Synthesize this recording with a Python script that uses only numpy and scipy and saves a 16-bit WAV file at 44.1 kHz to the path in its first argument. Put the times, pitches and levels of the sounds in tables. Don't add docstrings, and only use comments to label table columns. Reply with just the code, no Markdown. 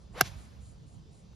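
import sys
import numpy as np
from scipy import signal
from scipy.fft import rfft, irfft
from scipy.io import wavfile
from scipy.ndimage import uniform_filter1d

SR = 44100
rng = np.random.default_rng(int(sys.argv[2]) if len(sys.argv) > 2 else 0)


def volts(x):
    e = np.asarray(x, float) / 20
    return 10 ** e


def store_pcm(level_fs):
    pcm = np.round(np.clip(level_fs, -1, 1) * 32767).astype(np.int16)
    wavfile.write(sys.argv[1], SR, np.atleast_2d(pcm).T)


N = 59535
T = np.arange(N) / SR
IMPACT_S = 0.21

# frequency in Hz, likeness from 0 to 1.
SAME = [(60, .8), (250, .5), (600, .12), (1400, .15), (3000, .5), (5500, .82), (7500, .997), (16000, .98)]
# frequency in Hz, phase in radians.
LEAD = [(200, 0.0), (5000, .1), (6900, -1.4), (7850, -2.9), (8500, -3.4), (10600, -5.4), (11800, -6.28),
        (14400, -9.0), (17000, -10.2)]


def evened(x):
    return x / np.sqrt(np.mean(x ** 2) + 1e-20)


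def read(points, hz):
    f, value = np.transpose(points)
    return np.interp(np.log(hz + 1), np.log(abs(f) + 1), value)


def curve(points, t, axis=1):
    columns = np.transpose(points)
    return np.interp(t, columns[0], columns[axis])


def near(low):
    return lambda hz: np.maximum(low, read(SAME, hz))


def ports(x, pan_db):
    turn = np.exp(0.5j * read(LEAD, np.fft.rfftfreq(N, 1 / SR)))
    paths = np.array([turn * volts(pan_db / 2), volts(-pan_db / 2) / turn])
    return irfft(rfft(x) * paths, N)


def hiss(field_db, alike, patchy_db, size=512):
    hop = size // 4
    hz = np.fft.rfftfreq(size, 1 / SR)[:, None]
    t = np.arange(N // hop + 2) * hop / SR
    a, b, c, d, patches = rng.standard_normal((len(t), len(hz), 5)).T
    patches = uniform_filter1d(patches, size=6, axis=0)
    patches = evened(uniform_filter1d(patches, size=10, axis=1))
    same = np.clip(alike(hz), 0, 1)
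    left = a + 1j * b
    right = same * left * np.exp(-1j * read(LEAD, hz)) + np.sqrt(1 - same ** 2) * (c + 1j * d)
    unit = signal.istft(left, nperseg=size, noverlap=size - hop)[1].std()
    z = np.array([left, right]) * volts(field_db(hz, t) + patchy_db * patches)
    return signal.istft(z, nperseg=size, noverlap=size - hop)[1][:, :N] / unit


def weather():
    # frequency in Hz, level in dB per Hz.
    rumble = [(15, -40.5), (28, -14), (50, 0), (128, -0.16), (200, -8), (270, -21), (500, -30.5)]
    open_air = [(250, -0.7), (550, -5), (1000, -12), (1800, -22), (4100, -17.5), (8500, -23), (11500, -46),
                (15500, -58.5), (16200, -79.5)]
    # time in seconds, level in dB.
    gusts = [(0, -56), (.12, -50.5), (.2, -48.5), (.29, -48), (.37, -46), (.44, -51), (.56, -52),
             (.64, -53), (.75, -53), (.93, -52), (.965, -45), (1.01, -51.5), (1.07, -53), (1.2, -50),
             (1.35, -52)]
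    alike = near(0)
    wind = evened(hiss(lambda hz, t: read(rumble + [(900, -60.5)], hz) + 0 * t, alike, 2.5, size=4096))
    air = evened(hiss(lambda hz, t: read([(100, -30)] + open_air, hz) + 0 * t, alike, 2.0, size=1024))
    wind_db = curve(gusts, T) + [[-1.2], [3.1]]
    air_db = -64 + np.array([[0.1], [-0.1]])
    return wind * volts(wind_db) + air * volts(air_db)


def insect():
    # start in seconds, length in seconds, level in dB.
    rasps = [
        (-.1, 0.14, -75),
        (0.116, .09, -68.5),
        (0.354, 0.1, -64.5),
        (0.602, 0.11, -64.5),
        (.855, 0.098, -69),
        (1.105, 0.097, -68),
        (1.336, 0.099, -71),
    ]
    # frequency in Hz, gain in dB.
    resonance = [(6000, -22.5), (6900, -1), (8500, 0.65), (10200, -10), (11500, -25.5)]
    edge_s, fade_s, teeth_per_s = 0.022, 0.025, 1500
    level = np.zeros(N)
    for s, length, db in rasps:
        rise = np.clip((T - s) / edge_s, 0, 1)
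        level += volts(db) * rise * np.exp(-np.maximum(T - s - length, 0) / fade_s)
    teeth = 1.5 + (rng.random(N) < teeth_per_s / SR) * rng.exponential(1, N)
    scrape = evened(uniform_filter1d(teeth ** 2, size=40) * rng.standard_normal(N))
    gain_db = read([(4000, -59.5)] + resonance + [(14000, -59.5)], np.fft.rfftfreq(N, 1 / SR))
    voice = irfft(rfft(scrape) * volts(gain_db), N)
    return ports(level * evened(voice), pan_db=0.9)


def swish():
    # time in seconds, level in dB.
    sweep = [(.09, -69), (.13, -62.5), (.15, -44.5), (.184, -39), (.204, -43), (.232, -57.5), (.258, -48),
             (.28, -50), (.3, -62)]
    # frequency in Hz, level in dB.
    slow_head = [(200, -8.5), (420, 2), (1000, -4.5), (2500, -15.5), (6000, -33), (12000, -44.5),
                 (16000, -60)]
    fast_head = [(200, -11.5), (500, 1), (1300, -1), (2600, -4.5), (5000, -11), (12000, -22.5),
                 (15500, -30.5), (16200, -60)]
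    follow_through = [(200, -19), (700, -7.5), (1700, -2), (3500, -0.2), (7000, -4.5), (12000, -16.5),
                      (15500, -24), (16200, -55)]
    # time in seconds, pitch in Hz, level in dB.
    shedding = [(.14, 330, -78), (.155, 400, -49), (.18, 540, -49), (.2, 600, -59.5), (.21, 600, -70.5)]
    width_hz = 110

    def field_db(hz, t):
        fast = np.interp(t, (0.14, 0.19), [0, 1])
        down = (1 - fast) * read(slow_head, hz) + fast * read(fast_head, hz)
        colour = np.where(t < IMPACT_S + 0.01, down, read(follow_through, hz))
        return colour + curve(sweep, t) - 200 * np.maximum(t - sweep[-1][0], 0)

    turn = np.exp(2j * np.pi * np.cumsum(curve(shedding, T)) / SR)
    r = np.exp(-np.pi * width_hz / SR)
    slow = rng.standard_normal(N) / turn
    for _ in range(2):
        slow = signal.lfilter([1 - r], [1, -r], slow)
    whistle = evened((turn * (slow + 0.9 * slow.std())).real)
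    whistle *= volts(curve(shedding, T, axis=2)) * (T < IMPACT_S)
    return volts(8.5) * hiss(field_db, near(0.85), patchy_db=1.5) + ports(whistle, pan_db=3.7)


def ploughing_ring():
    # frequency in Hz, level in dB, 60 dB decay in seconds.
    modes = [(383, -23.5, .033), (732.3, -19, .03), (1050, -28, .022), (1230, -23, .022), (1420, -25, .018),
             (1610, -16, 0.018), (2135, -22, .016), (2755, -25.5, .018), (3705, -22.5, 0.012),
             (5320, -27, .014)]
    peak_s, rise_s = 0.2118, 0.0028
    since = T - peak_s
    out = np.zeros(N)
    for hz, level_db, t60 in modes:
        shape = np.where(since < 0, np.exp(-(since / rise_s) ** 2), volts(-60 * abs(since) / t60))
        out += volts(level_db) * shape * np.cos(2 * np.pi * hz * since)
    return out


def crunch():
    # frequency in Hz, level in dB per Hz.
    soil = [(150, -35.5), (400, -12), (1600, -4), (3500, -8.5), (6000, -5.5), (10000, -10), (13000, -11),
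            (17000, -24)]
    # frequency in Hz, 60 dB decay in seconds.
    decay = [(300, 0.034), (1500, .033), (5000, .028), (12000, .016)]
    level_db, rise_s = -11, 0.0033

    def field_db(hz, t):
        dull_before = (t < IMPACT_S) * hz / 450
        fall = 60 * np.maximum(t - IMPACT_S - 0.002, 0) / read(decay, hz)
        return read(soil, hz) - dull_before - fall

    rise = np.clip(1 + (T - IMPACT_S) / rise_s, 0, 1) ** 2
    return volts(level_db) * rise * hiss(field_db, near(0.55), patchy_db=2.5, size=64)


def contacts():
    # time in seconds, level in dB, brightness in dB per octave.
    knocks = [
        (0.207, -35, -2.5),
        (0.2088, -27.5, -1.5),
        (0.2103, -16, 2.5),
        (.2110, -16, 1.5),
        (0.2119, -17, 0.2),
        (0.2124, -16, 1),
        (0.2123, -19, -1.4),
        (0.2154, -23.5, -2),
        (.2158, -21, -1.5),
        (0.2184, -33, -2.5),
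    ]
    # frequency in Hz, level in dB, 60 dB decay in seconds.
    body = [(367, -16.5, .022), (730, -13.5, 0.018), (1170, -10.5, 0.011), (1602, -6, 0.012),
            (2130, -5.5, .012), (2737, -8, .012), (3760, -3.5, 0.0069), (4790, -7.5, .01),
            (5310, -4, 0.0088), (6350, -3, 0.009), (7400, -6.5, .005), (8900, -5.5, .003),
            (11430, -7.5, .003), (12500, -10.5, .003)]
    hz, db, t60 = np.transpose(body)[:, :, None]
    t = np.arange(2000) / SR
    out = np.zeros(N)
    for s, level_db, tilt_db in knocks:
        spread = rng.standard_normal((len(body), 1))
        level = volts(db + tilt_db * np.log2(hz / 2000) - 60 * t / t60)
        rings = level * np.sin(2 * np.pi * hz * (1 + 0.02 * spread) * t)
        out[round(s * SR):][:len(t)] += volts(level_db - 6.5) * (rings * np.sign(spread + 0.8)).sum(0)
    return out


def cover_tick():
    hit_s, rebound_s, pitch_hz, width_s = 0.21021, 0.00043, 12300, 0.000055
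    out = np.zeros(N)
    for s, level_db in ((hit_s, -1.5), (hit_s + rebound_s, -8)):
        since = T - s
        out -= volts(level_db) * np.exp(-(since / width_s) ** 2) * np.cos(2 * np.pi * pitch_hz * since)
    return out


def echo():
    # frequency in Hz, level in dB.
    trees = [(250, -7.5), (650, 2), (2200, -4.5), (5000, -8.5), (9000, -13.5), (15500, -27.5), (16200, -55)]
    # frequency in Hz, 60 dB decay in seconds.
    decay = [(300, 1.6), (1500, 1.4), (5000, 1.3), (12000, 1.3)]
    level_db, reference_s, rise_s = -47, 0.31, 0.012
    field_db = lambda hz, t: read(trees, hz) - 60 * (t - reference_s) / read(decay, hz)
    rise = np.clip((T - IMPACT_S) / rise_s, 0, 1)
    return volts(level_db) * rise * hiss(field_db, near(0.15), patchy_db=1.5)


def thud():
    start_s, level_db, t60, rise_s = 0.213, -26.5, 0.12, 0.0036
    first_hz, end_hz, sag_s = 336, 116, 0.005
    late = np.maximum(T - start_s, 0)
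    pitch_hz = end_hz + (first_hz - end_hz) * np.exp(-late / sag_s)
    level = np.minimum(late / rise_s, 1) * volts(level_db - 60 * late / t60)
    return level * np.sin(2 * np.pi * np.cumsum(pitch_hz * (late > 0)) / SR)


def strike():
    club = ploughing_ring() + contacts() + cover_tick()
    club = signal.lfilter(*signal.butter(2, 260, "high", fs=SR), club)
    return ports(club + thud(), pan_db=0.4) + crunch()


def crumb():
    start_s, level_db, t60 = 1.332, -47.5, 0.012
    late = T - start_s
    level = (late > 0) * volts(level_db - 60 * abs(late) / t60)
    tick = level * uniform_filter1d(rng.standard_normal(N), size=12)
    return ports(tick, pan_db=4.0)


def scene():
    return weather() + insect() + swish() + strike() + echo() + crumb()


def band_limit(x):
    return signal.sosfilt(signal.butter(12, 17110, fs=SR, output="sos"), x)


def record(dry):
    low_pass = signal.firwin(511, 16900, window=("kaiser", 9), fs=SR)
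    mix = signal.oaconvolve(dry, low_pass[None], "same")
    return band_limit(mix)


dry = scene()
out = record(dry)
store_pcm(out)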